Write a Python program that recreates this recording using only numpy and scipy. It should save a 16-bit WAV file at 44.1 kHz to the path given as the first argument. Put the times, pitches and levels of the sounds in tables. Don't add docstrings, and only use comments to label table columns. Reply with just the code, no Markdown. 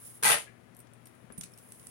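import sys
import numpy as np
from scipy import signal
from scipy.fft import rfft, irfft
from scipy.io import wavfile
from scipy.ndimage import uniform_filter1d

SR = 44100
rng = np.random.default_rng(int(sys.argv[2]) if len(sys.argv) > 2 else 0)


def dump_mix(stems):
    frames = np.atleast_2d(stems).T
    limited = np.clip(frames, -1, 1)
    pcm = np.round(limited * 32767).astype(np.int16)
    wavfile.write(sys.argv[1], SR, pcm)


N = 83790

# (time [s], relative level [dB])
RASP_FORCE = [(.226, -13), (.232, -2.5), (.243, -4), (.254, -3), (.265, -0.5), (.295, -1), (.33, -2),
              (.348, -5.5), (.362, -15.5), (.395, -22.5), (.425, -44.5)]
# (time [s], relative level [dB])
RASP_TREBLE_FORCE = [(.226, -10.5), (.233, 1.5), (.242, -2), (.26, 1), (.332, -1.5), (.346, -9),
                     (.362, -22), (.395, -19), (.455, -39.5)]
# (time [s], pitch [Hz], level [dB])
SCRAPE_GLIDE = [(.245, 2900, -41.5), (.254, 2660, -33.5), (.268, 2050, -34.5), (.29, 2420, -40),
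                (.312, 3050, -33.5), (.335, 2650, -32.5), (.365, 2600, -50), (.398, 3070, -49),
                (.43, 2900, -71)]
# (time [s], relative strength [dB], clack pitch [Hz], relative clack level [dB])
LINK_CATCHES = [(0.2252, -16, 431, -9), (0.2328, -8, 2170, -14), (.2505, 1, 862, 6.5),
                (.259, -2, 1992, 1.5), (0.2657, -2.5, 1600, 2.5), (0.2865, -0.5, 1977, -4),
                (0.295, -4, 1261, 6), (0.2996, -6, 458, 0.5), (0.307, 3.5, 1280, -2.5),
                (.318, 2, 2937, -2.5), (0.329, 0.5, 1303, -7.5), (0.3405, -9.5, 620, 0.5),
                (.369, -15.5, 1446, -11.5), (0.383, -16.5, 2330, -15.5), (0.393, -23, 3040, -25.5)]
# (frequency [Hz], relative level per Hz [dB])
RASP_BODY_COLOUR = [(35, -57), (70, -31), (159, -13), (215, -20.5), (457, -9.5), (723, -2), (848, 0),
                    (1120, -6), (1290, -4), (1450, -5.5), (1960, -2), (4090, -5.5), (7000, -12),
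                    (9100, -44), (15400, -120)]
# (frequency [Hz], relative level per Hz [dB])
RASP_LINK_COLOUR = [(3530, -45), (6000, -11.5), (7190, -6.5), (7550, -9.5), (10000, 3), (11800, -10.5),
                    (14000, -15.5), (15200, -16), (16000, -31.5)]
# (frequency [Hz], left minus right [dB])
RASP_PLACEMENT = [(60, 4), (99, 7.5), (160, 18), (270, 13.5), (450, 17), (740, 11), (1220, 14), (2010, 16),
                  (3330, 7), (5500, 6), (9080, -5), (15000, -8)]
# (frequency [Hz], relative level [dB])
ROOM_MODES = [(173, -13), (455, -8), (578, -5), (656, -4), (833, 0), (873, -2), (991, -2), (1251, 1),
              (1349, -7), (1551, -5), (1617, -2), (1836, -7), (1988, 0), (3443, -9)]
RASP_PER_S, RASP_SPREAD_DB, RASP_GRAIN_S = 1300, 2.2, .0012
CATCH_DB, CATCH_LENGTH_S = -4, 0.0035
CLACK_DB, CLACK_T60_S, CLACK_RISE_S, CLACK_LOW_HZ = 2.5, 0.05, 0.0031, 330
SCRAPE_WIDTH_HZ, MODE_T60_S = 1200, 0.16
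BODY_DB, LINKS_DB, MODES_DB, RASP_ROOM_DB = -41.5, -38, -49, -6.5


def rasp():
    grains = chatter(contacts(RASP_PER_S, RASP_SPREAD_DB), RASP_GRAIN_S)
    drive = grains * level(RASP_FORCE)

    catches, clacks = np.zeros((2, 2, N))
    for s, db, hz, clack_db in LINK_CATCHES:
        add(catches, s, amp(db + CATCH_DB) * tick(CATCH_LENGTH_S))
        clack = ring(hz, CLACK_T60_S, CLACK_RISE_S)
        add(clacks, s, amp(clack_db + CLACK_DB) * delayed(clack))
    clack_low_cut = signal.butter(2, CLACK_LOW_HZ, "highpass", fs=SR, output="sos")
    clacks = signal.sosfilt(clack_low_cut, clacks)

    body = evened(colour(drive + catches, RASP_BODY_COLOUR) + clacks)
    treble = grains * level(RASP_TREBLE_FORCE) + 0.47 * catches
    links = evened(colour(treble, RASP_LINK_COLOUR))

    scrape_hz, scrape_gain = glide(SCRAPE_GLIDE)
    scrape_grains = chatter(contacts(RASP_PER_S, RASP_SPREAD_DB), RASP_GRAIN_S)
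    scrape = scrape_gain * evened(resonate(scrape_grains, scrape_hz, SCRAPE_WIDTH_HZ))

    modes = np.zeros(N)
    for hz, db in ROOM_MODES:
        modes += amp(db) * evened(convolve(drive[0], ring(hz, MODE_T60_S))[0])

    wet = room(amp(BODY_DB) * body + scrape, RASP_ROOM_DB)
    wet = wet + room(amp(LINKS_DB) * links, wet_db=-4.0)
    return lean(wet + amp(MODES_DB) * delayed(evened(modes)), RASP_PLACEMENT)


# (time [s], pitch [Hz], relative level [dB])
SQUEAK_GLIDE = [(.464, 1668, -66), (.474, 1694, -61), (.485, 1785, -64), (.499, 1790, -73),
                (.507, 1680, -78)]
SQUEAK_JITTER = .05
RUB_RATIO, RUB_WIDTH_HZ, RUB_DB = 1.25, 770, -1.5


def squeak():
    hz, gain = glide(SQUEAK_GLIDE)
    jitter = evened(uniform_filter1d(rng.standard_normal(N), size=60))
    unsteady_hz = hz * (1 + SQUEAK_JITTER * jitter)
    tone = evened(np.sin(2 * np.pi * np.cumsum(unsteady_hz) / SR))
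    rub = evened(resonate(rng.standard_normal(N), hz * RUB_RATIO, RUB_WIDTH_HZ))
    voice = gain * (tone + amp(RUB_DB) * rub)
    return room(pan(left_db=15.5) * delayed(voice), wet_db=-2)


# (time [s], relative level [dB], tick decay [s],
# relative level of the dull part [dB], left minus right [dB], relative level of the jingle [dB])
PIECE_TOUCHES = [(0.748, -55.5, 0.0013, -16, 1, -2.5), (0.7666, -56, .0014, -20, 3, 6),
                 (0.790, -58, 0.0023, -24, 2, 11), (0.802, -51, 0.0034, -20.5, -2, 4),
                 (0.87, -74, .004, 3.5, -8, -10), (0.9353, -55, .0012, -21, 0, -4.5),
                 (1.056, -56.5, 0.0045, -15, 2, 7), (1.07, -55.5, 0.0029, -11, -3, 6.5),
                 (1.151, -59, 0.0024, -23, 8.5, -10), (1.3228, -50.5, 0.0011, -18, 0, -4),
                 (1.378, -47, 0.0017, -20, -10, 1), (1.381, -41.5, 0.002, -23, -2, -1),
                 (1.41, -36, 0.00089, -17.5, -7, -14), (1.4117, -44.5, .0015, -6.5, -3, -8),
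                 (1.4185, -56, .0006, -16, -3, -7), (1.424, -57, 0.0016, -5, -3, -4),
                 (1.4316, -53, 0.0018, -11, 3, -6), (1.4345, -44.5, 0.0022, -7, -13, -13),
                 (1.4383, -41.5, 0.0024, -14.5, -5, -6), (1.44, -47, 0.00092, -11.5, -4, -3),
                 (1.449, -61, .001, -9, -3, -5), (1.4575, -57, .0015, -11, -7, -4),
                 (1.461, -58, .0015, -19, -3, -5), (1.52, -58, 0.0022, -27, -7, -7),
                 (1.536, -58.5, 0.0031, -19, -9, 3.5), (1.576, -51.5, 0.0025, -15, -6, 0.5),
                 (1.585, -52.5, 0.0067, -12, -3, 2), (1.721, -41, 0.0018, -21.5, -2, -6),
                 (1.797, -55, 0.0015, -9.5, -8, -8), (1.829, -56, 0.00076, -14.5, -1, -8),
                 (1.8694, -42, .0017, -17.5, -5.5, -10),]
# (frequency [Hz], relative level per Hz [dB])
BRIGHT_COLOUR = [(2940, -50), (5000, -24), (5570, -8), (7200, -16), (7820, 3), (10100, 7), (12400, -13),
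                 (15200, -16), (16000, -35.5)]
# (frequency [Hz], relative level per Hz [dB])
DULL_COLOUR = [(500, -41), (1200, -5.5), (2500, 0), (4000, -0.5), (5600, 1.5), (7000, 1.5), (9000, -7.5),
               (16000, -43)]
# (time [s], pitch [Hz], relative level [dB], 60 dB decay [s], left minus right [dB])
RINGING_PIECES = [(.148, 10400, -51, .025, -5), (.1545, 10450, -46.5, 0.021, -5),
                  (.802, 8900, -54, .08, -5), (.9355, 9140, -64.5, .15, -7), (1.0585, 9230, -55.5, 0.2, -9),
                  (1.0585, 5600, -62, .06, 4), (1.3229, 10010, -45.5, 0.1, -6),
                  (1.3815, 9140, -40.5, 0.086, -21), (1.538, 5470, -53, 0.022, 18),
                  (1.890, 10500, -46, .03, -3)]
# (multiple of the pitch [ratio], relative level [dB])
RING_PARTIALS = [(1.001, -2.5), (1.126, -21), (1.631, -23.5)]
BRIGHT_DB, CLINK_ROOM_DB, DULL_LEFT_DB = -6.5, -8, 7.5
JINGLE_DB, RING_ROOM_DB, RING_RATTLE = -10, -10, .3


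def clinks():
    bright, dull, jingle, rings = np.zeros((4, 2, N))
    for s, db, length_s, dull_db, left_db, jingle_db in PIECE_TOUCHES:
        add(bright, s, amp(db) * pan(left_db) * tick(length_s))
        add(dull, s, amp(db + dull_db) * pan(DULL_LEFT_DB) * tick(length_s))
        add(jingle, s, amp(db + jingle_db + JINGLE_DB) * pan(left_db) * trinket())
    for s, hz, db, t60, left_db in RINGING_PIECES:
        piece = sum(amp(db + part_db) * ring(hz * ratio, t60) for ratio, part_db in RING_PARTIALS)
        add(rings, s, pan(left_db) * piece)
    flutter = evened(uniform_filter1d(rng.standard_normal((2, N)), size=90))
    rattle = 1 + RING_RATTLE * flutter
    touches = amp(BRIGHT_DB) * colour(bright, BRIGHT_COLOUR) + colour(dull, DULL_COLOUR) + jingle
    return room(touches, CLINK_ROOM_DB) + room(rings * rattle, RING_ROOM_DB)


# (frequency before detuning [Hz], relative level [dB])
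PIECE_MODES = [(5520, -13.5), (7050, -15), (7950, -7), (8900, 4), (9420, 3.5), (9900, -3.5), (10500, 1),
               (11150, 6.5), (11600, 0), (12750, -2), (14350, -1), (14880, -13), (15250, -8)]
TRINKET_T60_S, TRINKET_DETUNE = .04, .02


def trinket(size=8192):
    out = np.zeros((2, size))
    for hz, db in PIECE_MODES:
        strength = amp(db) * rng.standard_normal((2, 1))
        detuned_hz = hz * (1 + TRINKET_DETUNE * rng.standard_normal())
        out += strength * ring(detuned_hz, TRINKET_T60_S)[:size]
    return out


# (time [s], relative level [dB])
SLIDE_FORCE = [(0, -53), (.03, -49), (.065, -45.5), (.09, -49), (.135, -56), (.165, -51.5), (.21, -64.5),
               (.5, -75.5), (.9, -80), (1.1, -69.5), (1.3, -73), (1.56, -63.5), (1.62, -59), (1.74, -57),
               (1.9, -56)]
# (frequency [Hz], relative level per Hz [dB])
SLIDE_SPECTRUM = [(1760, -40), (3000, -16.5), (4500, -20.5), (5250, -16), (6130, -17), (8170, -9),
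                  (9940, 1.5), (12700, -10.5), (14900, -17.5), (16000, -4.5)]
SLIDE_PER_S, SLIDE_SPREAD_DB, SLIDE_LEFT_DB, SLIDE_ROOM_DB = 2200, 1.5, -0.5, -5
RATTLE_PER_S, RATTLE_DB = 300, -22.5


def slide():
    links = contacts(SLIDE_PER_S, SLIDE_SPREAD_DB)
    rattles = amp(RATTLE_DB) * contacts(RATTLE_PER_S, spread_db=-1.5)
    grains = chatter((links + rattles) * level(SLIDE_FORCE), length_s=0.0016)
    return room(colour(grains, SLIDE_SPECTRUM) * pan(SLIDE_LEFT_DB), SLIDE_ROOM_DB)


# (time [s], relative level [dB], pitch [Hz], 60 dB decay [s])
TABLE_BUMPS = [(1.2389, -49, 173, .05), (1.3775, -52.5, 100, 0.076), (1.3804, -41, 180.6, 0.081),
               (1.3842, -50, 290, 0.057), (1.438, -64, 149, 0.18)]
# (frequency [Hz], relative level [dB], 60 dB decay [s])
TABLE_MODES = [(235, 1, 0.086), (401, -5.5, 0.039), (570, 0, 0.045), (736, -6, 0.042), (990, -4, 0.037),
               (1220, -3, 0.028), (1490, -12, 0.046)]
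# (frequency [Hz], relative level per Hz [dB])
SCUFF_SPECTRUM = [(1200, 2.5), (2700, -10.5), (5000, -32)]
BUMP_RISE_S, BUMP_LEFT_DB = 0.0021, 13.5
KNOCK_S, KNOCK_DB, KNOCK_LEFT_DB = 1.3005, -50.5, 14
SCUFF_DB, SCUFF_LENGTH_S = -55.5, 0.0086


def table():
    out = np.zeros((2, N))
    for s, db, hz, t60 in TABLE_BUMPS:
        add(out, s, amp(db) * pan(BUMP_LEFT_DB) * delayed(ring(hz, t60, BUMP_RISE_S)))
    knock = np.zeros(SR // 2)
    for k, (hz, db, t60) in enumerate(TABLE_MODES):
        knock += (-1) ** k * amp(db) * ring(hz, t60, BUMP_RISE_S)
    add(out, KNOCK_S, amp(KNOCK_DB) * pan(KNOCK_LEFT_DB) * delayed(knock))
    scuff = colour(tick(SCUFF_LENGTH_S), SCUFF_SPECTRUM)
    add(out, KNOCK_S, amp(SCUFF_DB) * pan(KNOCK_LEFT_DB) * scuff)
    return room(out, wet_db=-5.0)


# (frequency [Hz], relative level per Hz [dB])
AIR_SPECTRUM = [(15, -45.5), (25, -19.5), (64, -6.5), (102, -2), (206, -2), (451, -9), (624, -9),
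                (734, -11), (863, -13.5), (1070, -14.5), (2280, -19.5), (4610, -27.5), (8360, -29),
                (9070, -24.5), (16000, -45.5)]
# (frequency [Hz], left minus right [dB])
AIR_PLACEMENT = [(60, 6), (110, 14), (200, 12.5), (380, 15.5), (700, 13), (1290, 16), (2380, 17),
                 (4400, 6.5), (8120, 1.5), (15000, -15.5)]
# (frequency [Hz], correlation [0 to 1])
AIR_LIKENESS = [(60, 0.29), (130, 0.64), (290, 0.43), (640, 0.6), (1400, 0.2), (4000, 0.086)]
# (frequency [Hz], relative level [dB])
HUM_TONES = [(119, -70), (241, -74)]
AIR_DB, HUM_LEFT_DB = -62, 16.5


def air():
    hz, t = np.fft.rfftfreq(N, 1 / SR), np.arange(N) / SR
    a, b = rfft(rng.standard_normal((2, N)))
    same = np.clip(read(AIR_LIKENESS, hz), -1, 1)
    lead = np.exp(2j * np.pi * hz * PORT_LAG_S)
    right = same * lead * a + np.sqrt(1 - same ** 2) * b
    noise = evened(irfft(np.array([a, right]) * amp(read(AIR_SPECTRUM, hz)), N))
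    waver = evened(irfft(rfft(rng.standard_normal(N)) * (hz < 6), N))
    hum = sum(amp(db) * evened(np.sin(2 * np.pi * f * t + .5 * waver)) for f, db in HUM_TONES)
    return lean(amp(AIR_DB) * noise, AIR_PLACEMENT) + pan(HUM_LEFT_DB) * delayed(hum)


# (frequency [Hz], 60 dB decay [s])
ROOM_DECAY = [(100, 0.53), (500, 0.18), (2000, 0.23), (5000, 0.24), (10000, 0.19), (16000, 0.12)]


def room(x, wet_db, size=256):
    hz, t, z = signal.stft(rng.standard_normal((2, SR // 2)), SR, nperseg=size)
    decay = amp(-60 * t / read(ROOM_DECAY, hz)[:, None])
    tail = signal.istft(z * decay, SR, nperseg=size)[1]
    tail = tail * np.minimum(np.arange(tail.shape[1]) / SR / 0.0034, 1)
    return x + amp(wet_db) * convolve(x, tail / np.linalg.norm(tail[0]))


CLICK_WINDOW_S, TICK_RISE_S = .01, .0002


def tick(length_s, size=2048):
    t = np.arange(size) / SR
    burst = rng.standard_normal((2, size)) * np.exp(-t / length_s) * (1 - np.exp(-t / TICK_RISE_S))
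    return burst / np.linalg.norm(burst, axis=1, keepdims=True) * np.sqrt(CLICK_WINDOW_S * SR)


def contacts(per_s, spread_db):
    size = amp(spread_db * np.minimum(rng.exponential(1, N), 4))
    return evened(size * (rng.random(N) < per_s / SR) * rng.choice([-1, 1], N))


def chatter(train, length_s, count=16):
    which = rng.integers(0, count, N)
    grains = sum(convolve(train * (which == k), tick(length_s)) for k in range(count))
    return grains / np.sqrt(CLICK_WINDOW_S * SR)


def ring(hz, t60, rise_s=1 / SR):
    t = np.arange(SR // 2) / SR
    return np.sin(2 * np.pi * hz * t) * np.exp(-np.log(1000) * t / t60) * np.minimum(t / rise_s, 1)


def resonate(x, hz, width_hz):
    turn, r = np.exp(2j * np.pi * np.cumsum(hz) / SR), np.exp(-np.pi * width_hz / SR)
    smooth = signal.lfilter([(1 - r) ** 2], [1, -2 * r, r * r], x / turn + 1e-18)
    return 2 * (turn * smooth).real


PORT_LAG_S = .00058


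def delayed(x):
    late = np.concatenate([np.zeros(round(PORT_LAG_S * SR)), x])[:len(x)]
    return np.array([late, x])


def colour(x, points, size=4096):
    hz = abs(np.fft.fftfreq(size, 1 / SR))
    log_gain = np.log(amp(np.maximum(read(points, hz), -100)))
    response = np.fft.ifft(np.exp(np.conj(signal.hilbert(log_gain)))).real[:size // 2]
    return convolve(x, response / np.linalg.norm(response))


def lean(x, balance):
    return irfft(rfft(x, 2 * N) * pan(read(balance, np.fft.rfftfreq(2 * N, 1 / SR))))[:, :N]


def pan(left_db):
    return amp(np.array([[.5], [-.5]]) * left_db)


def glide(points):
    s, hz, db = np.transpose(points)
    return np.interp(np.arange(N) / SR, s, hz), level(np.transpose([s, db]))


def level(points):
    s, db = np.transpose(points)
    return amp(np.interp(np.arange(N) / SR, s, db, left=-np.inf, right=-np.inf))


def read(points, hz):
    f, value = np.transpose(points)
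    return np.interp(np.log(hz + 1), np.log(f + 1), value)


def add(mix, s, sound):
    part = mix[:, round(s * SR):][:, :sound.shape[1]]
    part += sound[:, :part.shape[1]]


def convolve(x, response):
    return signal.fftconvolve(np.atleast_2d(x), np.atleast_2d(response), axes=1)[:, :N]


def evened(x):
    return x / np.sqrt(np.mean(x ** 2) + 1e-20)


def amp(db):
    return 10 ** (np.asarray(db) / 20)


def scene():
    return rasp() + squeak() + clinks() + slide() + table() + air()


LOW_CUT_HZ, EDGE_HZ = 40, 16100


def record(dry):
    low_cut = signal.butter(2, LOW_CUT_HZ, "highpass", fs=SR, output="sos")
    thinned = signal.sosfilt(low_cut, dry)
    band_limit = signal.firwin(511, EDGE_HZ, window=("kaiser", 9), fs=SR)
    return signal.oaconvolve(thinned, band_limit[None], "same")


dry = scene()
out = record(dry)
dump_mix(out)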